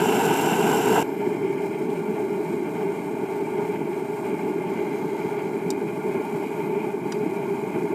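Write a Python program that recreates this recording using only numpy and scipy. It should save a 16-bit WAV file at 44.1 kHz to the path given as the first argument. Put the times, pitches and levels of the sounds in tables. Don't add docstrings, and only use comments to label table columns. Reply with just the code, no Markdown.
import sys
import numpy as np
from scipy import signal
from scipy.fft import rfft, irfft, next_fast_len
from scipy.io import wavfile
from scipy.ndimage import uniform_filter1d

SR = 44100
rng = np.random.default_rng(int(sys.argv[2]) if len(sys.argv) > 2 else 0)


def pcm_store(signal):
    levels = np.round(np.clip(np.atleast_2d(signal), -1, 1) * 32767)
    wavfile.write(sys.argv[1], SR, levels.astype(np.int16).T)


def nominal_scale(level):
    x = np.asarray(level, float) / 20
    return 10 ** x


N = 350154


def in_time(rows):
    s, *columns = np.transpose(rows)
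    return [np.interp(np.arange(N) / SR, s, column) for column in columns]


def swells(rows, half_s):
    coarse_t = np.arange(0, N + 64, 64) / SR
    s, db = np.transpose(rows)[:, :, None]
    level_db = np.sum(db * np.exp(-.5 * ((coarse_t - s) / half_s) ** 2), axis=0)
    return np.interp(np.arange(N) / SR, coarse_t, level_db)


def rms_one(x):
    return x / np.sqrt(np.mean(x ** 2) + 1e-20)


def drift(rate_hz):
    r = np.exp(-2 * np.pi * rate_hz / SR)
    slow = signal.lfilter([1], [1, -2 * r, r * r], rng.standard_normal(N + SR))[SR:]
    return rms_one(slow - slow.mean())


def bells(x, shape):
    size = next_fast_len(N)
    hz = np.arange(size // 2 + 1) * SR / size
    level_db = 0
    for centre_hz, width_hz, db in shape:
        level_db = level_db + db / (1 + (2 * (hz - centre_hz) / width_hz) ** 2)
    return irfft(rfft(x, size) * nominal_scale(level_db), size)[:N]


def colour(x, spectrum, shape):
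    size = next_fast_len(N)
    hz = np.maximum(np.arange(size // 2 + 1) * SR / size, 1)
    points = np.array(spectrum)
    level_db = np.interp(np.log(hz), np.log(points[:, 0]), points[:, 1], left=-90, right=-90)
    smooth = irfft(rfft(x, size) * nominal_scale(level_db), size)[:N]
    return rms_one(bells(smooth, shape))


def split(x, notch_hz):
    below = signal.sosfiltfilt(signal.butter(6, notch_hz, fs=SR, output="sos"), x)
    return rms_one(below), rms_one(x - below)


def turbulence(puffs, shared_db, own_db, own_hz):
    return rng.standard_normal(N) * nominal_scale(shared_db * puffs + own_db * drift(own_hz))


TUBE_NOTCH_HZ = 1905

# t/s, level/dB
FLARES = [(0.3, 1.5), (0.7, 1.5), (0.82, -1.5), (0.95, 2), (1.05, -2.5), (1.38, -0.5), (1.75, -3.5),
          (2.07, 1.5), (2.4, -2), (2.8, 4.5), (3.1, -4), (3.68, 1), (4.1, -4), (4.3, 2), (4.8, 2.5),
          (5.05, -4), (5.32, 0.5), (5.55, -1.5), (5.95, -3), (6.2, 2.5), (6.55, 0), (6.8, 3), (7.0, -3.5),
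          (7.6, -1)]


def flares():
    return swells(FLARES, half_s=0.071)


# t/s, level/dB
THUMPS = [(.15, 2.5), (.21, -8), (.31, -1.5), (.82, -2.5), (.91, 5), (.975, 1.5), (1.02, -2.5), (1.28, 4),
          (1.89, 3), (2.1, 3.5), (3.14, 4), (3.27, -7), (3.63, 4), (4.17, -8), (4.27, 5.5), (4.42, -1.5),
          (5.26, 4), (5.34, -3), (5.41, -3), (5.57, 3), (5.6, -8), (5.66, 6), (6.01, -6), (6.17, 6.5),
          (6.3, -3.5), (6.35, 3), (6.6, 5), (6.92, -8), (7.17, 2.5), (7.27, 5), (7.76, 5.5), (7.81, 4),
          (7.845, 4.5)]


def thumps():
    return swells(THUMPS, half_s=0.0099)


# t/s, roar level/dB, rasp level/dB
SPITS = [(.26, 0, 0), (.52, 0.5, 2.5), (.6, 1.5, -3.5), (.73, 3, 2), (1.21, 1, 2), (1.88, 1, 0),
         (4.07, 1.5, 0), (5.01, 1, 0), (.97, 7.5, 3.5), (1.18, -6, 0), (1.36, 1, 1), (1.47, -1, 3),
         (1.74, 3, 7), (2.04, -0.5, -3), (2.13, -2, 0.5), (2.19, 4, -0.5), (2.42, 1, -2), (2.51, -1, 0.5),
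         (2.73, -3.5, -5), (2.81, 2, -3), (3.17, 3.5, -0.5), (3.61, 4, 0), (3.76, 1.5, 4.5), (3.9, -1, -3),
         (4.22, 2.5, -6), (4.26, -1, 3.5), (4.4, 2, 0), (4.6, 1, -1), (4.68, 1, 5), (4.79, 2.5, 1),
         (5.22, 0.5, 2), (5.39, 4.5, 5.5), (5.51, 0, -6), (5.89, -1, 5), (6.47, -2.5, 3), (6.6, 1.5, 2),
         (6.81, -3, 3), (6.98, 1, -3), (7.19, -3, -5), (7.75, 2.5, 3.5), (7.85, -1, -2.5)]


def spits():
    rows, half_s = np.array(SPITS), 0.012
    return swells(rows[:, [0, 1]], half_s), swells(rows[:, [0, 2]], half_s)


def tube_and_jet_levels(roar_db, rasp_db, hiss_db):
    flare_db = flares()
    roar_spit_db, rasp_spit_db = spits()
    roar_db, rasp_db, hiss_db = roar_db + 0.44 * flare_db, rasp_db + 0.66 * flare_db, hiss_db + 0.22 * flare_db
    return roar_db, roar_spit_db, rasp_db + rasp_spit_db, hiss_db


# f/Hz, level/dB (per Hz)
NEAR_ROAR = [(30, -40), (60, -38), (110, -13), (170, 0), (330, -1.5), (600, -2.5), (1200, -14.5),
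             (2000, -19.5), (3000, -17), (3700, -41), (5000, -52)]
# f/Hz, width/Hz, level/dB
NEAR_ROAR_SHAPE = [(425, 93, 12), (550, 160, -14.5), (793, 160, 6), (925, 100, 9.5), (1167, 90, -8),
                   (1526, 230, 8.5), (1830, 97, -14.5), (2570, 220, -2.5), (2750, 150, 6.5),
                   (3530, 150, -2)]
# f/Hz, level/dB (per Hz)
NEAR_JET = [(2500, -19), (3600, 0), (4300, -7), (6000, -1), (8500, -0.5), (10000, -4), (13000, -2.5),
            (13400, -9), (13600, -15), (14400, -12), (15200, -6), (16000, -5)]
# f/Hz, width/Hz, level/dB
NEAR_JET_SHAPE = [(5360, 200, 3), (5800, 200, 2), (6300, 300, -5), (7520, 490, 10.5), (7940, 320, -7),
                  (8400, 250, 2), (8940, 100, -8), (9500, 380, -9), (10100, 100, -2), (10600, 300, 4.5),
                  (10800, 150, -4), (11700, 200, -3), (12850, 350, 7), (14200, 150, -5)]


def burner_near(puffs):
    roar_db, roar_spit_db, rasp_db, hiss_db = tube_and_jet_levels(-20.5, -35.5, -37)
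    flame = colour(turbulence(puffs, shared_db=0.5, own_db=0.9, own_hz=61.4), NEAR_ROAR, NEAR_ROAR_SHAPE)
    hiss = colour(turbulence(puffs, shared_db=0.5, own_db=1.5, own_hz=150), NEAR_JET, NEAR_JET_SHAPE)
    roar, rasp = split(flame, TUBE_NOTCH_HZ)
    boom, roar = split(roar, notch_hz=540)
    body = nominal_scale(thumps()) * boom + nominal_scale(-3.5 + roar_spit_db) * roar
    return nominal_scale(roar_db) * rms_one(body) + nominal_scale(rasp_db) * rasp + nominal_scale(hiss_db) * hiss


# t/s, level/dB
DRAUGHTS = [(1.08, -1.5), (1.35, 2.5), (3.2, 0), (4.05, 0), (4.35, 0.8), (5.2, -0.5), (5.95, 1.5),
            (6.22, -0.5), (7.6, 0.5), (2.05, 0.5), (2.25, 1), (6.9, -1.5), (7.85, 0.5), (2.93, -0.5),
            (5.0, 1)]


def draughts():
    return swells(DRAUGHTS, half_s=0.11)


# f/Hz, level/dB (per Hz)
FAR_LOW = [(30, -44), (60, -39.5), (110, -14.5), (170, 0), (300, 0.5), (430, 2.5), (520, -24), (700, -72)]
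# f/Hz, width/Hz, level/dB
FAR_LOW_SHAPE = [(246, 23, -3), (401.8, 65, 7), (505, 20, -10)]


def boom_far(puffs):
    level_db = -27 + 0.17 * flares() + draughts() + thumps()
    boom = colour(turbulence(puffs, shared_db=-1.1, own_db=0.87, own_hz=33), FAR_LOW, FAR_LOW_SHAPE)
    return nominal_scale(level_db) * boom


# f/Hz, level/dB (per Hz)
FAR_UPPER = [(350, -28), (520, -6.5), (640, 4), (1000, -7), (1500, -12), (2000, -11), (2450, -16),
             (2650, -27), (3300, -23.5), (3600, -38.5), (5000, -44)]
# f/Hz, width/Hz, level/dB
FAR_UPPER_SHAPE = [(516, 30, -9), (716, 138, -9.5), (888.6, 200, 11), (1005, 46, -14), (1306, 145, -12),
                   (1430, 94, 8.5), (1458, 31, -6.5), (1730, 41, -3.5), (1740, 95, -5.5),
                   (1917, 111, -22.5), (2164, 165, 6.5), (2198, 58, -7), (2342, 340, 6), (2696, 91, 4.5),
                   (2843, 73, 6.5), (2960, 130, -1), (3160, 100, 3), (3410, 150, -4.5)]
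# f/Hz, level/dB (per Hz)
FAR_JET = [(2500, -19), (3500, -3), (5000, 0), (7000, 1.5), (9000, 0.5), (11000, -1.5), (13100, 1),
           (13450, -5), (14300, -9), (14550, -3), (16000, -5)]
# f/Hz, width/Hz, level/dB
FAR_JET_SHAPE = [(3710, 100, 3.5), (3970, 110, 8.5), (4400, 200, -1), (4680, 150, 3.5), (4940, 150, -6),
                 (5280, 300, 1.5), (5780, 180, -6), (6300, 300, -5.5), (6440, 200, 3.5), (7580, 130, 6),
                 (8050, 300, -2), (8600, 180, 8.5), (8980, 140, -7.5), (9100, 100, 7), (9470, 210, -15),
                 (9800, 120, -9), (10000, 130, 0), (10400, 120, 1), (10570, 200, 1.5), (10900, 200, -4),
                 (11900, 300, -4), (12450, 300, 1), (13000, 150, 2), (13700, 60, -4), (13800, 80, 4)]


def tube_and_jet_far(puffs):
    roar_db, roar_spit_db, rasp_db, hiss_db = tube_and_jet_levels(-36.5, -47, -55)
    upper = colour(turbulence(puffs, shared_db=1.0, own_db=-0.7, own_hz=60), FAR_UPPER, FAR_UPPER_SHAPE)
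    hiss = colour(turbulence(puffs, shared_db=1.9, own_db=1.0, own_hz=200), FAR_JET, FAR_JET_SHAPE)
    roar, rasp = split(upper, TUBE_NOTCH_HZ)
    return nominal_scale(roar_db + roar_spit_db) * roar + nominal_scale(rasp_db) * rasp + nominal_scale(hiss_db) * hiss


# t/s, lowered [0-1], sliding [0-1], held flat [0-1]
BLADE = [
    (1.0, 1, 0, 0),
    (1.5, 1, 0, 0),
    (1.95, 0, 0, 0),
    (4.66, 0, 0, 0),
    (4.74, 0, 1, 0),
    (5.4, 0, 1, 0),
    (5.55, 0, .3, .7),
    (5.85, 0, 0, 1),
    (7.94, 0, 0, 1),
]
# f/Hz, width/Hz, level/dB
LOWERED = [(1750, 110, 5), (2220, 300, 2), (3080, 180, 5), (5230, 280, 4), (7500, 1200, 1.5),
           (8600, 300, -2), (12500, 400, 0)]
SLIDING = [(1260, 150, 2.5), (2010, 300, 3.5), (2500, 120, -2), (3350, 300, 1.5), (4100, 500, 3.5),
           (4900, 200, 3), (6350, 520, 3), (8400, 400, -3), (9500, 400, 5), (10250, 400, -5),
           (10850, 200, 3), (11600, 350, 5), (12900, 400, -6), (13500, 400, 8)]
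HELD_FLAT = [(1020, 110, 2.5), (2510, 330, 3), (2740, 150, -3), (8600, 250, -2.5), (9150, 200, 2.5),
             (9950, 300, 3), (11600, 800, 2), (12600, 300, 0), (12950, 200, -3)]


def past_the_blade(direct):
    shares = in_time(BLADE)
    heard = (1 - sum(shares)) * direct
    for share, pose in zip(shares, [LOWERED, SLIDING, HELD_FLAT]):
        heard = heard + share * bells(direct, pose)
    return heard


def burner_far(puffs):
    return boom_far(puffs) + past_the_blade(tube_and_jet_far(puffs))


# t/s, narrow level/dB, broad level/dB
WHISTLES = [(1.03, -74, -60), (1.22, -75, -60), (1.32, -85, -78.5), (1.9, -85, -80), (2.05, -76, -66),
            (2.35, -76, -68), (2.8, -65, -69), (3.3, -80, -72), (3.9, -74, -70), (4.3, -62, -74),
            (4.6, -77, -72), (4.75, -80, -82), (5.4, -85, -80), (6.0, -85, -71), (6.65, -85, -65),
            (7.1, -85, -72), (7.55, -85, -68), (7.94, -85, -71)]


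def whistles():
    out = 0
    for level_db, hz, width_hz in zip(in_time(WHISTLES), [8612, 12800], [60, 350]):
        edges_hz = [hz - width_hz / 2, hz + width_hz / 2]
        band = signal.butter(2, edges_hz, "band", fs=SR, output="sos")
        ringing = rms_one(signal.sosfilt(band, rng.standard_normal(N)))
        out = out + nominal_scale(level_db + 1.5 * drift(7.0)) * ringing
    return out


# t/s, crack level/dB, ring level/dB, low share level/dB
TICKS = [
    (1.9035, -70, -62, 35.0),
    (1.975, -52, -58, -5.0),
    (5.7041, -18, -27, -22.0),
    (5.7112, -30, -41, -20.0),
    (7.1219, -30, -32, 9.0),
    (7.1247, -42, -31, 12.0),
    (7.1905, -46, -58, -20.0),
]
# f/Hz, first grip level/dB, second grip level/dB, time to fall 60 dB/s
STEEL = [(1490, -40, -9, .04), (1900, -30, -12, .025), (3000, -30, -10, .03), (3800, -9, -4, .03),
         (4390, -3, -12, .016), (4855, -9, 0, .065), (5030, -4, -20, .016), (5350, -4, -13, .015),
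         (5825, -4, -6, .025), (6600, -8, -13, .02), (7200, -3, -19, .02), (8450, -13, -19, .03),
         (8760, -10, -19, .035), (10480, -16, -21, .035)]


def steel_ticks():
    regrip_s = 6.5
    out, t = np.zeros(N + SR), np.arange(SR // 8) / SR
    hz, first_db, second_db, t60 = np.transpose(STEEL)[:, :, None]
    signs = (-1) ** np.arange(len(hz))[:, None]
    bright = signal.butter(4, [3900, 9000], "band", fs=SR, output="sos")
    top = signal.butter(2, [11000, 15000], "band", fs=SR, output="sos")
    dull = signal.butter(2, [900, 5500], "band", fs=SR, output="sos")
    for s, crack_db, ring_db, low_db in TICKS:
        grip_db = first_db if s < regrip_s else second_db
        strengths = nominal_scale(grip_db - 60 * t / t60 + rng.normal(0, 1, hz.shape))
        rings = np.sum(strengths * signs * np.sin(2 * np.pi * hz * t), axis=0)
        rings *= np.minimum(t / .0006, 1)
        noise = rng.standard_normal(len(t))
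        noise[0] = 3
        patter = (nominal_scale(-60 * t / .009) + nominal_scale(-24 - 60 * t / .08)) * noise
        crack = signal.sosfilt(bright, patter) + nominal_scale(low_db) * signal.sosfilt(dull, patter)
        crack += nominal_scale(-9 - 60 * t / .011) * signal.sosfilt(top, noise)
        at = round(s * SR)
        out[at:at + len(t)] += nominal_scale(crack_db) * crack + nominal_scale(ring_db) * rings
    return out[:N]


def scene():
    move_s, fade_s = 1.030, 0.007
    puffs = 0.47 * drift(6.3) + 0.21 * drift(61)
    progress = np.clip((np.arange(N) / SR - move_s) / fade_s + .5, 0, 1)
    moved = np.sin(np.pi / 2 * progress) ** 2
    near = (1 - moved) * burner_near(puffs)
    far = moved * (burner_far(puffs) + whistles())
    return (near + far + steel_ticks())[None]


# low f/Hz, high f/Hz, silence threshold level/dB (re band mean)
STARVED = [(2550, 3050, -4.5), (3350, 3800, -3.6), (4100, 8300, -5.5), (5620, 5780, -2), (8780, 8980, -2.5),
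           (9330, 9830, .4), (9900, 13250, -5), (10750, 10950, -1), (13300, 14420, 2.0), (14420, 15300, -5)]


def thin_weak_parts(x):
    top_hz, wander_db = 15320, 1.4
    hz, s, lines = signal.stft(x, SR, "cosine", nperseg=2048, noverlap=1024)
    power = np.abs(lines) ** 2 + 1e-24
    band_db = signal.medfilt2d(10 * np.log10(uniform_filter1d(power, size=15, axis=0)), [1, 7])
    line_power = uniform_filter1d(uniform_filter1d(power, size=3, axis=0), size=2, axis=1)
    line_db = 10 * np.log10(line_power)
    treble = (hz > 4000) & (hz < 9000)
    sudden = 10 * np.log10(power[treble].mean(axis=0)) > band_db[treble].mean(axis=0) + 5
    sliding = np.interp(s, *np.transpose(BLADE)[[0, 2]])
    threshold_db = np.full(power.shape, -99.)
    for low_hz, high_hz, db in STARVED:
        budget_db = wander_db * np.interp(s, np.arange(N) / SR, drift(11.0))
        threshold_db[(hz > low_hz) & (hz < high_hz)] = db + budget_db - 2 * sliding
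    silent = (line_db - band_db < threshold_db) & ~sudden
    gain = np.where((hz < top_hz)[:, None], 1 - silent, nominal_scale(-32) * sudden)
    return signal.istft(lines * gain, SR, "cosine", nperseg=2048, noverlap=1024)[1][:N]


def roll_off(x):
    return signal.sosfilt(signal.butter(12, 15610, fs=SR, output="sos"), x)


def record(dry):
    thinned = thin_weak_parts(dry[0])
    return roll_off(thinned[None])


dry = scene()
out = record(dry)
pcm_store(out)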